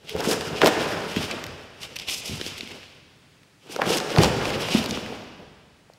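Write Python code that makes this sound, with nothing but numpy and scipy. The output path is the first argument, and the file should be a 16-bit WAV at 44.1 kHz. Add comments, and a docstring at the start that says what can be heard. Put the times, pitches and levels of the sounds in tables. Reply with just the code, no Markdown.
"""A spinning back kick, a few steps back and a second kick, in a stiff cotton suit on a wooden floor.
Through each movement cloth rubs on cloth (bright grain noise) and loose folds flap (dull lumps) and snap taut
(a step and a crackle burst). Feet and heavy folds thud (damped sagging tones), the pivoting foot drones and
the floor rumbles (narrow and low noise). A hard-walled hall rings on after every sound, over its quiet air."""
import sys
import numpy as np
from scipy import signal
from scipy.fft import rfft, irfft, next_fast_len
from scipy.io import wavfile

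SR = 44100
rng = np.random.default_rng(int(sys.argv[2]) if len(sys.argv) > 2 else 0)


def generate_wav(signal):
    """Clip the signal to [-1, 1] and save it as 16-bit WAV at the path in sys.argv[1]."""
    frames = np.transpose(np.atleast_2d(signal))
    scaled = np.clip(frames, -1, 1) * 32767
    pcm = np.round(scaled).astype(np.int16)
    wavfile.write(sys.argv[1], SR, pcm)


N = 263718

# how hard the suit moves, one table a movement (kick, steps back, kick):
# (time [s], rustle [dB], flapping [dB])
MOTION = [
    [(0, -61.5, -60), (.08, -55, -49), (.2, -46.5, -32.5), (.4, -46, -34), (.75, -42.5, -34),
     (1.0, -43.5, -35.5), (1.3, -42.5, -39), (1.5, -52.5, -43.5), (1.75, -62, -55)],
    [(1.75, -58.5, -53), (2.0, -51, -50.5), (2.2, -49, -49), (2.4, -41.5, -48.5), (2.6, -46.5, -52),
     (2.77, -50, -47), (2.85, -54, -61), (3.0, -65, -61)],
    [(3.6, -64, -69), (3.7, -52, -43), (3.8, -45, -37), (4.05, -46, -34.5), (4.35, -41.5, -34.5),
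     (4.6, -44, -34.5), (4.85, -45.5, -32.5), (5.0, -46.5, -41), (5.2, -54.5, -54), (5.45, -72, -52)],
]


def from_db(db):
    """Decibels to gain."""
    return 10 ** (np.asarray(db) / 20)


def rms_one(x):
    """Scale to rms 1."""
    return x / np.sqrt(np.mean(x ** 2) + 1e-20)


def in_time(tables):
    """Gain of each dB column at every sample; each table fades in and out over 40 ms."""
    t = np.arange(N) / SR
    out = 0
    for rows in tables:
        times_s, *columns = np.transpose(rows)
        inside_s = np.minimum(t - times_s[0], times_s[-1] - t)
        fade = np.clip(inside_s / 0.04 + 0.5, 0, 1)
        out = out + fade * from_db([np.interp(t, times_s, column) for column in columns])
    return out


def bell(s, rise_s, fall_s):
    """A lopsided bell of height 1 at time s; rise and fall are its widths to 1/e."""
    t = np.arange(N) / SR - s
    return np.exp(-(t / np.where(t < 0, rise_s, fall_s)) ** 2)


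def swells(rows, rise_share):
    """Sum of bells, one gain curve for each dB column of (s, length, dB, ..) rows."""
    total = 0
    for s, length_s, *db in rows:
        shape = bell(s, rise_share * length_s, (1 - rise_share) * length_s)
        total = total + from_db(db)[:, None] * shape
    return total


def at_hz(points, hz):
    """Read a (Hz, value) table on a log frequency axis."""
    table_hz, values = np.array(points).T
    return np.interp(np.log(hz), np.log(table_hz), values)


def colour(x, spectrum):
    """Give white input a spectrum; rms 1."""
    size = next_fast_len(len(x))
    hz = np.maximum(np.arange(size // 2 + 1) * SR / size, 1)
    shaped = irfft(rfft(x, size) * from_db(at_hz(spectrum, hz)), size)
    return rms_one(shaped[:len(x)])


def band(x, low_hz, high_hz):
    """Butterworth band-pass."""
    return signal.sosfilt(signal.butter(2, [low_hz, high_hz], "band", fs=SR, output="sos"), x)


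def drift(rate_hz):
    """Slow chance: noise twice through a one-pole low-pass; rms 1."""
    r = np.exp(-2 * np.pi * rate_hz / SR)
    white = rng.standard_normal(N + SR)
    return rms_one(signal.lfilter([1], [1, -2 * r, r * r], white)[SR:])  # drop 1 s of settling


def grains(per_s, spread_db):
    """Random clicks of very uneven size; rms 1."""
    sizes = from_db(spread_db * np.minimum(rng.exponential(1, N), 5)) * rng.choice([-1, 1], N)
    return rms_one(sizes * (rng.random(N) < per_s / SR))


def add(out, s, sound):
    """Mix a sound in at a time."""
    at = round(s * SR)
    out[at:at + len(sound)] += sound[:N - at]


def rub():
    """Fibres catch and slip in dense grains; every stroke swells and fades over a faint rustle."""
    # strokes: (time at full speed [s], length [s], fine hiss [dB], coarse rasp [dB])
    strokes = [(.105, 0.059, -51, -43.5), (.195, 0.042, -49, -40), (.255, 0.051, -37.5, -41),
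               (.313, 0.065, -29.5, -39.5), (.41, 0.037, -53, -52), (.466, .035, -49, -43),
               (.575, 0.035, -47, -39), (.624, 0.026, -43, -26.5), (.671, 0.037, -33, -28),
               (.73, 0.043, -47, -46), (.82, 0.053, -43.5, -37), (.90, 0.096, -49.5, -50),
               (1.105, 0.068, -50, -46), (1.175, 0.029, -45, -39), (1.225, 0.05, -42.5, -37),
               (1.315, .034, -59, -36), (1.834, .049, -43, -39.5), (1.965, .011, -42, -35),
               (1.995, 0.017, -48, -54), (2.018, 0.022, -49, -40.5), (2.088, 0.027, -38, -30),
               (2.125, 0.05, -31, -35), (2.18, 0.051, -40.5, -65), (2.258, 0.039, -43, -49),
               (2.285, 0.046, -42, -41), (2.34, 0.066, -48.5, -66), (2.47, 0.057, -47.5, -48),
               (2.583, 0.018, -48, -55), (2.717, 0.011, -56, -44), (3.725, .044, -44.5, -43.5),
               (3.873, 0.046, -44.5, -38), (3.925, .076, -31.5, -32.5), (3.979, 0.013, -33, -37),
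               (4.12, .08, -50, -42), (4.19, 0.042, -41, -36), (4.233, 0.044, -33, -25),
               (4.28, 0.036, -44, -47), (4.475, 0.074, -45, -41), (4.545, 0.025, -48, -31),
               (4.62, 0.06, -42.5, -35.5), (4.70, 0.1, -47.5, -39), (4.755, 0.097, -37, -30.5),
               (4.835, 0.019, -45, -39), (4.90, 0.031, -45, -54), (4.95, 0.042, -55, -41)]
    # spectrum of rubbed cotton: (frequency [Hz], density [dB per Hz, relative])
    rub_colour = [(1200, -11), (1750, -15.5), (2100, -4), (2900, 4.5), (3600, -1), (4300, -4.5), (5300, -2),
                  (6500, -8.5), (9000, -12), (12500, -16.5), (16000, -27.5)]
    fine_re_rustle_db, split_hz = -7.5, 4300
    rustle = in_time(MOTION)[0] * np.array([[from_db(fine_re_rustle_db)], [1]])
    levels = rustle + swells(strokes, rise_share=0.44)
    flutter = from_db(1.8 * np.array([drift(60), drift(40)]))
    fine_level, coarse_level = levels * flutter
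    fibres = colour(grains(10000, spread_db=2.0), rub_colour)
    coarse = signal.sosfiltfilt(signal.butter(2, split_hz, fs=SR, output="sos"), fibres)
    return fine_level * rms_one(fibres - coarse) + coarse_level * rms_one(coarse)


def flap():
    """Folds beat the air: dull lumps, with a crisper crackle of creases above."""
    # big folds: (time at full speed [s], length [s], dull lumps [dB], crisp creases [dB])
    folds = [(.16, 0.028, -34, -69), (.215, 0.13, -53, -56), (.325, 0.056, -34, -34),
             (.638, 0.037, -18, -25.5), (.68, 0.036, -23.5, -27.5), (.79, .08, -34.5, -48),
             (.89, 0.18, -44, -37.5), (1.187, 0.073, -40.5, -48), (1.30, 0.15, -50, -47),
             (1.84, 0.12, -73, -53), (2.40, 0.036, -70, -48), (2.485, 0.076, -68, -52),
             (3.835, 0.043, -30, -34.5), (3.91, 0.096, -29, -36.5), (4.195, 0.073, -21.5, -29),
             (4.25, 0.081, -27.5, -27.5), (4.475, 0.21, -37.5, -39), (4.767, 0.047, -36, -34.5),
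             (5.095, 0.19, -46, -62), (5.137, 0.15, -44.5, -50)]
    # spectrum of the lumps: (frequency [Hz], density [dB per Hz, relative])
    flap_colour = [(80, -26), (140, -4.5), (200, -2.5), (300, -2.5), (370, -2.5), (435, 2), (510, -1.5),
                   (750, -7.5), (950, -13.5), (1300, -42.5)]
    crisp_re_dull_db = -6.5
    steady = in_time(MOTION)[1] * np.array([[1], [from_db(crisp_re_dull_db)]])
    dull_level, crisp_level = steady + swells(folds, rise_share=0.47)
    lumps = colour(grains(1500, spread_db=2.5) * from_db(2.2 * drift(25)), flap_colour)
    creases = rms_one(band(grains(2500, spread_db=3.0) * from_db(2.74 * drift(30)), 597, 1910))
    return dull_level * lumps + crisp_level * creases


def snaps():
    """Cloth pulled taut: step and crackle in a band, a longer-ringing body from its low edge up, a fizz."""
    # (time [s], crackle peak [dB], low edge [Hz], high edge [Hz], fizz re that peak [dB])
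    snap_rows = [(.09, -31, 2200, 5200, -20), (.0942, -20.5, 1820, 5270, -6), (0.1645, -22, 555, 4600, -14),
                 (.206, -12.5, 473, 5600, -15), (.2456, -18, 530, 1700, -22), (.3147, -16, 634, 5500, -12),
                 (0.41, -16.5, 1270, 5300, -13), (0.562, -27, 1810, 5000, -14),
                 (0.6174, 0.2, 456, 3380, -27), (0.6457, -9, 425, 6800, -18), (0.6606, 2.7, 470, 4300, -24),
                 (.668, -13, 670, 5900, -4), (.6725, -2, 505, 4770, -13), (1.1633, -15, 2010, 3230, -12),
                 (1.312, -16, 1888, 5350, -25), (1.44, -18.5, 1650, 5800, -9),
                 (1.4662, -24, 1750, 5700, -10), (1.8316, -23.5, 2160, 5400, -17),
                 (1.9586, -25, 1920, 5770, -7), (1.9657, -22, 2216, 5600, -6),
                 (1.9879, -21, 2260, 5760, -17), (1.9981, -22, 2190, 4760, -11),
                 (2.0202, -31, 1960, 5300, -18), (2.097, -17, 1980, 5300, -8),
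                 (2.4131, -15, 1860, 5300, -27), (2.464, -18.5, 2300, 5330, -17),
                 (2.555, -31, 1152, 3070, -17), (2.581, -27, 1896, 5230, -14),
                 (2.6083, -18.5, 2100, 4150, -24), (2.6753, -26.5, 1520, 3800, -15),
                 (2.7101, -33, 1864, 3700, -16), (2.831, -35, 1352, 3400, -20),
                 (3.433, -44, 1580, 3600, -9), (3.7626, -14, 690, 5750, -18),
                 (3.8184, -6.5, 424, 2040, -21), (3.9715, -10, 1750, 10200, -14),
                 (3.984, -14, 1410, 5800, -16), (4.002, -13, 610, 5050, -17), (4.104, -15, 450, 5200, -26),
                 (4.1623, -10.5, 695, 3860, -22), (4.1848, -3, 583, 4570, -28),
                 (4.2348, -1, 564, 5700, -23), (4.245, -4.5, 460, 4870, -24), (4.4549, -11, 475, 3920, -27),
                 (4.5034, -16, 1380, 4340, -22), (4.6863, -15, 480, 2800, -25),
                 (4.8421, -15, 520, 5600, -13), (4.86, -18, 2380, 4970, -8), (4.9097, -14, 2584, 5900, -25),
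                 (4.973, -20, 575, 3200, -22), (5.062, -27, 1180, 3930, -14), (5.626, -59, 1070, 4940, -16),
                 (5.936, -43.5, 3700, 6240, -6)]
    step, crackle_t60_s = 2.72, 0.0077  # step re a crackle of rms 0.5 at its start
    body_re_peak_db, body_t60_s, body_octaves = -9.5, 0.02, 1.21
    out = np.zeros(N)
    t = np.arange(2048) / SR
    noises = rng.standard_normal((len(snap_rows), 2048))
    for (s, peak_db, low_hz, high_hz, fizz_db), noise in zip(snap_rows, noises):
        crackle = 0.5 * noise * from_db(-60 * t / crackle_t60_s)
        fizz = band(crackle, 7200, 14000)
        body = band(noise * from_db(-60 * t / body_t60_s), low_hz, low_hz * 2 ** body_octaves)
        crackle[0] = step
        snap = band(crackle, low_hz, high_hz)
        for part, part_db in ((snap, 0), (body, body_re_peak_db), (fizz, fizz_db)):
            add(out, s, from_db(peak_db + part_db) * part / np.abs(part).max())
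    return out


def thuds():
    """Feet on boards, folds on legs: a soft push sets going a heavily damped ring that sags in pitch."""
    # (time [s], peak [dB], nominal pitch [Hz], nominal cycles to fall 20 dB, held within 1.5 to 6)
    blow_rows = [(.1514, -19.5, 440, 1.7), (.2047, -40, 640, 1.5), (.2733, -13, 285, 1.3),
                 (.2872, -11.5, 443, 2.2), (.314, -15.5, 457, 3), (.6341, -6.5, 495, 5),
                 (.6425, -14.5, 380, 3.4), (.6782, -10.5, 690, 1.7), (.7751, -14.5, 413, 2.3),
                 (1.1676, -13, 272, 1.4), (1.3375, -20.5, 470, 2.3), (2.2948, -30.5, 393, 1.7),
                 (2.4, -27.5, 420, 1.6), (2.4134, -22, 393, 1.6), (2.464, -25.5, 392, 1.9),
                 (2.6306, -29, 303, 2.3), (3.6608, -38, 447, 2), (3.6965, -33, 386, 4.7),
                 (3.7623, -21, 485, 2.6), (3.7895, -17.5, 800, 2), (3.7946, -13.5, 610, 1.2),
                 (3.7985, -13.5, 780, 1.3), (3.9033, -13, 480, 2.9), (4.1503, -16, 440, 1.9),
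                 (4.1747, -7.5, 890, 2), (4.1933, -12.5, 383, 5.1), (4.2031, -8.5, 450, 2),
                 (4.212, -13, 404, 1.8), (4.217, -23, 600, 4.9), (4.3647, -18, 331, 2.6),
                 (4.3865, -18, 390, 1.4), (4.7479, -6, 282, 3.0), (4.9098, -21.5, 271, 3.1),
                 (4.9748, -20, 300, 3.2), (5.1249, -26.5, 830, 4.3), (5.8995, -36, 656, 0.96)]
    out = np.zeros(N)
    t = np.arange(4096) / SR
    for s, peak_db, hz, cycles in blow_rows:
        turns = hz * t
        push = (1 - np.exp(-turns / 0.45)) ** 2
        decay = from_db(-20 * turns / np.clip(cycles, 1.5, 6))
        phase = 0.768 * turns + 0.34 * (1 - np.exp(-turns))  # sags from 1.11 to 0.77 of nominal
        blow = push * decay * np.sin(2 * np.pi * phase)
        add(out, s, from_db(peak_db) * blow / np.abs(blow).max())
    return out


def boards(blows):
    """The blows, and the floor boards ringing on after them; deep blows excite them most."""
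    # board modes: (frequency [Hz], level [dB, relative], T60 [s])
    modes = [(204.3, -1, 0.2), (228, 1, .3), (257, -7, 0.33)]
    coupling_db = -50.5
    t = np.arange(SR // 2) / SR
    ring = sum(from_db(db - 60 * t / t60_s) * np.sin(2 * np.pi * hz * t) for hz, db, t60_s in modes)
    ring = ring / np.abs(ring).max()
    return blows + from_db(coupling_db) * signal.fftconvolve(blows, ring)[:N]


def pivot():
    """Narrow woody drone of the pivoting foot: friction noise twice through one board resonance."""
    # (time at its loudest [s], length [s], level [dB])
    turns = [(.15, 0.063, -39.5), (.31, 0.13, -29), (.45, 0.093, -41), (.555, 0.12, -34.5),
             (.80, 0.23, -37), (3.91, 0.079, -27.5)]
    resonance_hz, width_hz = 443, 81  # width of a single pass
    peak = signal.iirpeak(resonance_hz, resonance_hz / width_hz, fs=SR)
    once = signal.lfilter(*peak, rng.standard_normal(N))
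    drone = rms_one(signal.lfilter(*peak, once))
    return swells(turns, rise_share=0.54)[0] * drone


def boom():
    """Uneven low rumble of the sprung floor: follows the movement, swells when weight drops."""
    # weight drops: (time [s], level [dB])
    drops = [(.056, -53), (.155, -38), (.30, -43), (.655, -29.5), (1.19, -48), (1.307, -51), (1.8, -58),
             (2.08, -54), (2.3, -40.5), (2.6, -55), (3.797, -41), (4.192, -21), (4.779, -44)]
    re_flapping_db = -10
    level = from_db(re_flapping_db) * in_time(MOTION)[1]
    for s, db in drops:
        level = level + from_db(db) * bell(s, rise_s=0.013, fall_s=0.11)
    uneven = rng.standard_normal(N) * from_db(6.4 * drift(7.7))
    return level * rms_one(band(uneven, 71, 194))


def hall(x):
    """Dull wall echoes, and a diffuse tail that dies band by band."""
    # decay: (frequency [Hz], T60 [s])
    hall_t60 = [(60, 3.1), (200, 1.62), (500, 1.68), (1200, 1.85), (3000, 1.84), (5200, 1.62), (7500, 0.73),
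                (11000, 0.73), (15000, 0.46)]
    # tail colour: (frequency [Hz], level [dB, relative])
    hall_colour = [(60, -0.5), (200, -3), (600, 0), (1500, 2.5), (4000, -2.5), (9000, 3), (15000, -16.5)]
    # near wall, far wall: (delay [s], level ahead of the band-pass [dB])
    wall_echoes = [(0.0315, -18), (.063, -21.5)]
    tail_db, build_s, echo_cut_hz = -11.5, 0.016, 290
    edges_hz = 22 * 2 ** np.arange(0, 9.8, 1 / 3)  # third octaves
    t = np.arange(round(2.2 * SR)) / SR
    white = rng.standard_normal((2, len(t)))
    tail = 0
    for k, (low_hz, high_hz) in enumerate(zip(edges_hz, edges_hz[1:])):
        hz = np.sqrt(low_hz * high_hz)
        decay = from_db(at_hz(hall_colour, hz) - 60 * t / at_hz(hall_t60, hz))
        tail = tail + band(white[k % 2], low_hz, high_hz) * decay  # neighbours use separate noise
    tail = tail * (1 - np.exp(-t / build_s))
    tail = from_db(tail_db) * tail / np.sqrt(np.sum(tail ** 2))
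    echoes = np.zeros(len(t))
    for delay_s, db in wall_echoes:
        echoes[round(delay_s * SR)] = from_db(db)
    response = tail + band(echoes, 60, echo_cut_hz)
    return x + signal.fftconvolve(x, response)[:N]


def air():
    """Quiet air of the hall: coloured noise whose level drifts slowly."""
    # (frequency [Hz], density [dB per Hz, relative])
    air_colour = [(15, -85), (25, -26), (145, 7.5), (236, -2.5), (256, 0.5), (394, -5.5), (1190, -10.5),
                  (1890, -9.5), (2840, -11.5), (4250, -14.5), (9570, -22.5), (14800, -34), (16000, -24)]
    level_db = -58.5
    level = from_db(level_db + 1.0 * drift(0.53))
    return level * colour(rng.standard_normal(N), air_colour)


def scene():
    """Suit and feet in the hall, over its quiet air."""
    cloth = rub() + flap() + snaps()
    floor = boards(thuds()) + pivot() + boom()
    return (hall(cloth + floor) + air())[None]


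def record(dry):
    """A small microphone with a slight dip near 2.9 kHz and a slight peak near 4.8 kHz; soft ceiling, top cut."""
    # dip and peak: (frequency [Hz], width [Hz], change at the centre [dB])
    dip_and_peak = [(2930, 410, -1.5), (4820, 420, 1)]
    ceiling, cutoff_hz = 1.4, 15750
    out = dry
    for hz, width_hz, db in dip_and_peak:
        around_hz = signal.iirpeak(hz, hz / width_hz, fs=SR)
        out = out + (from_db(db) - 1) * signal.lfilter(*around_hz, out)
    rounded = ceiling * np.tanh(out / ceiling)
    cut = signal.ellip(12, 0.5, 70, cutoff_hz, fs=SR, output="sos")
    return signal.sosfilt(cut, rounded)


dry = scene()
out = record(dry)
generate_wav(out)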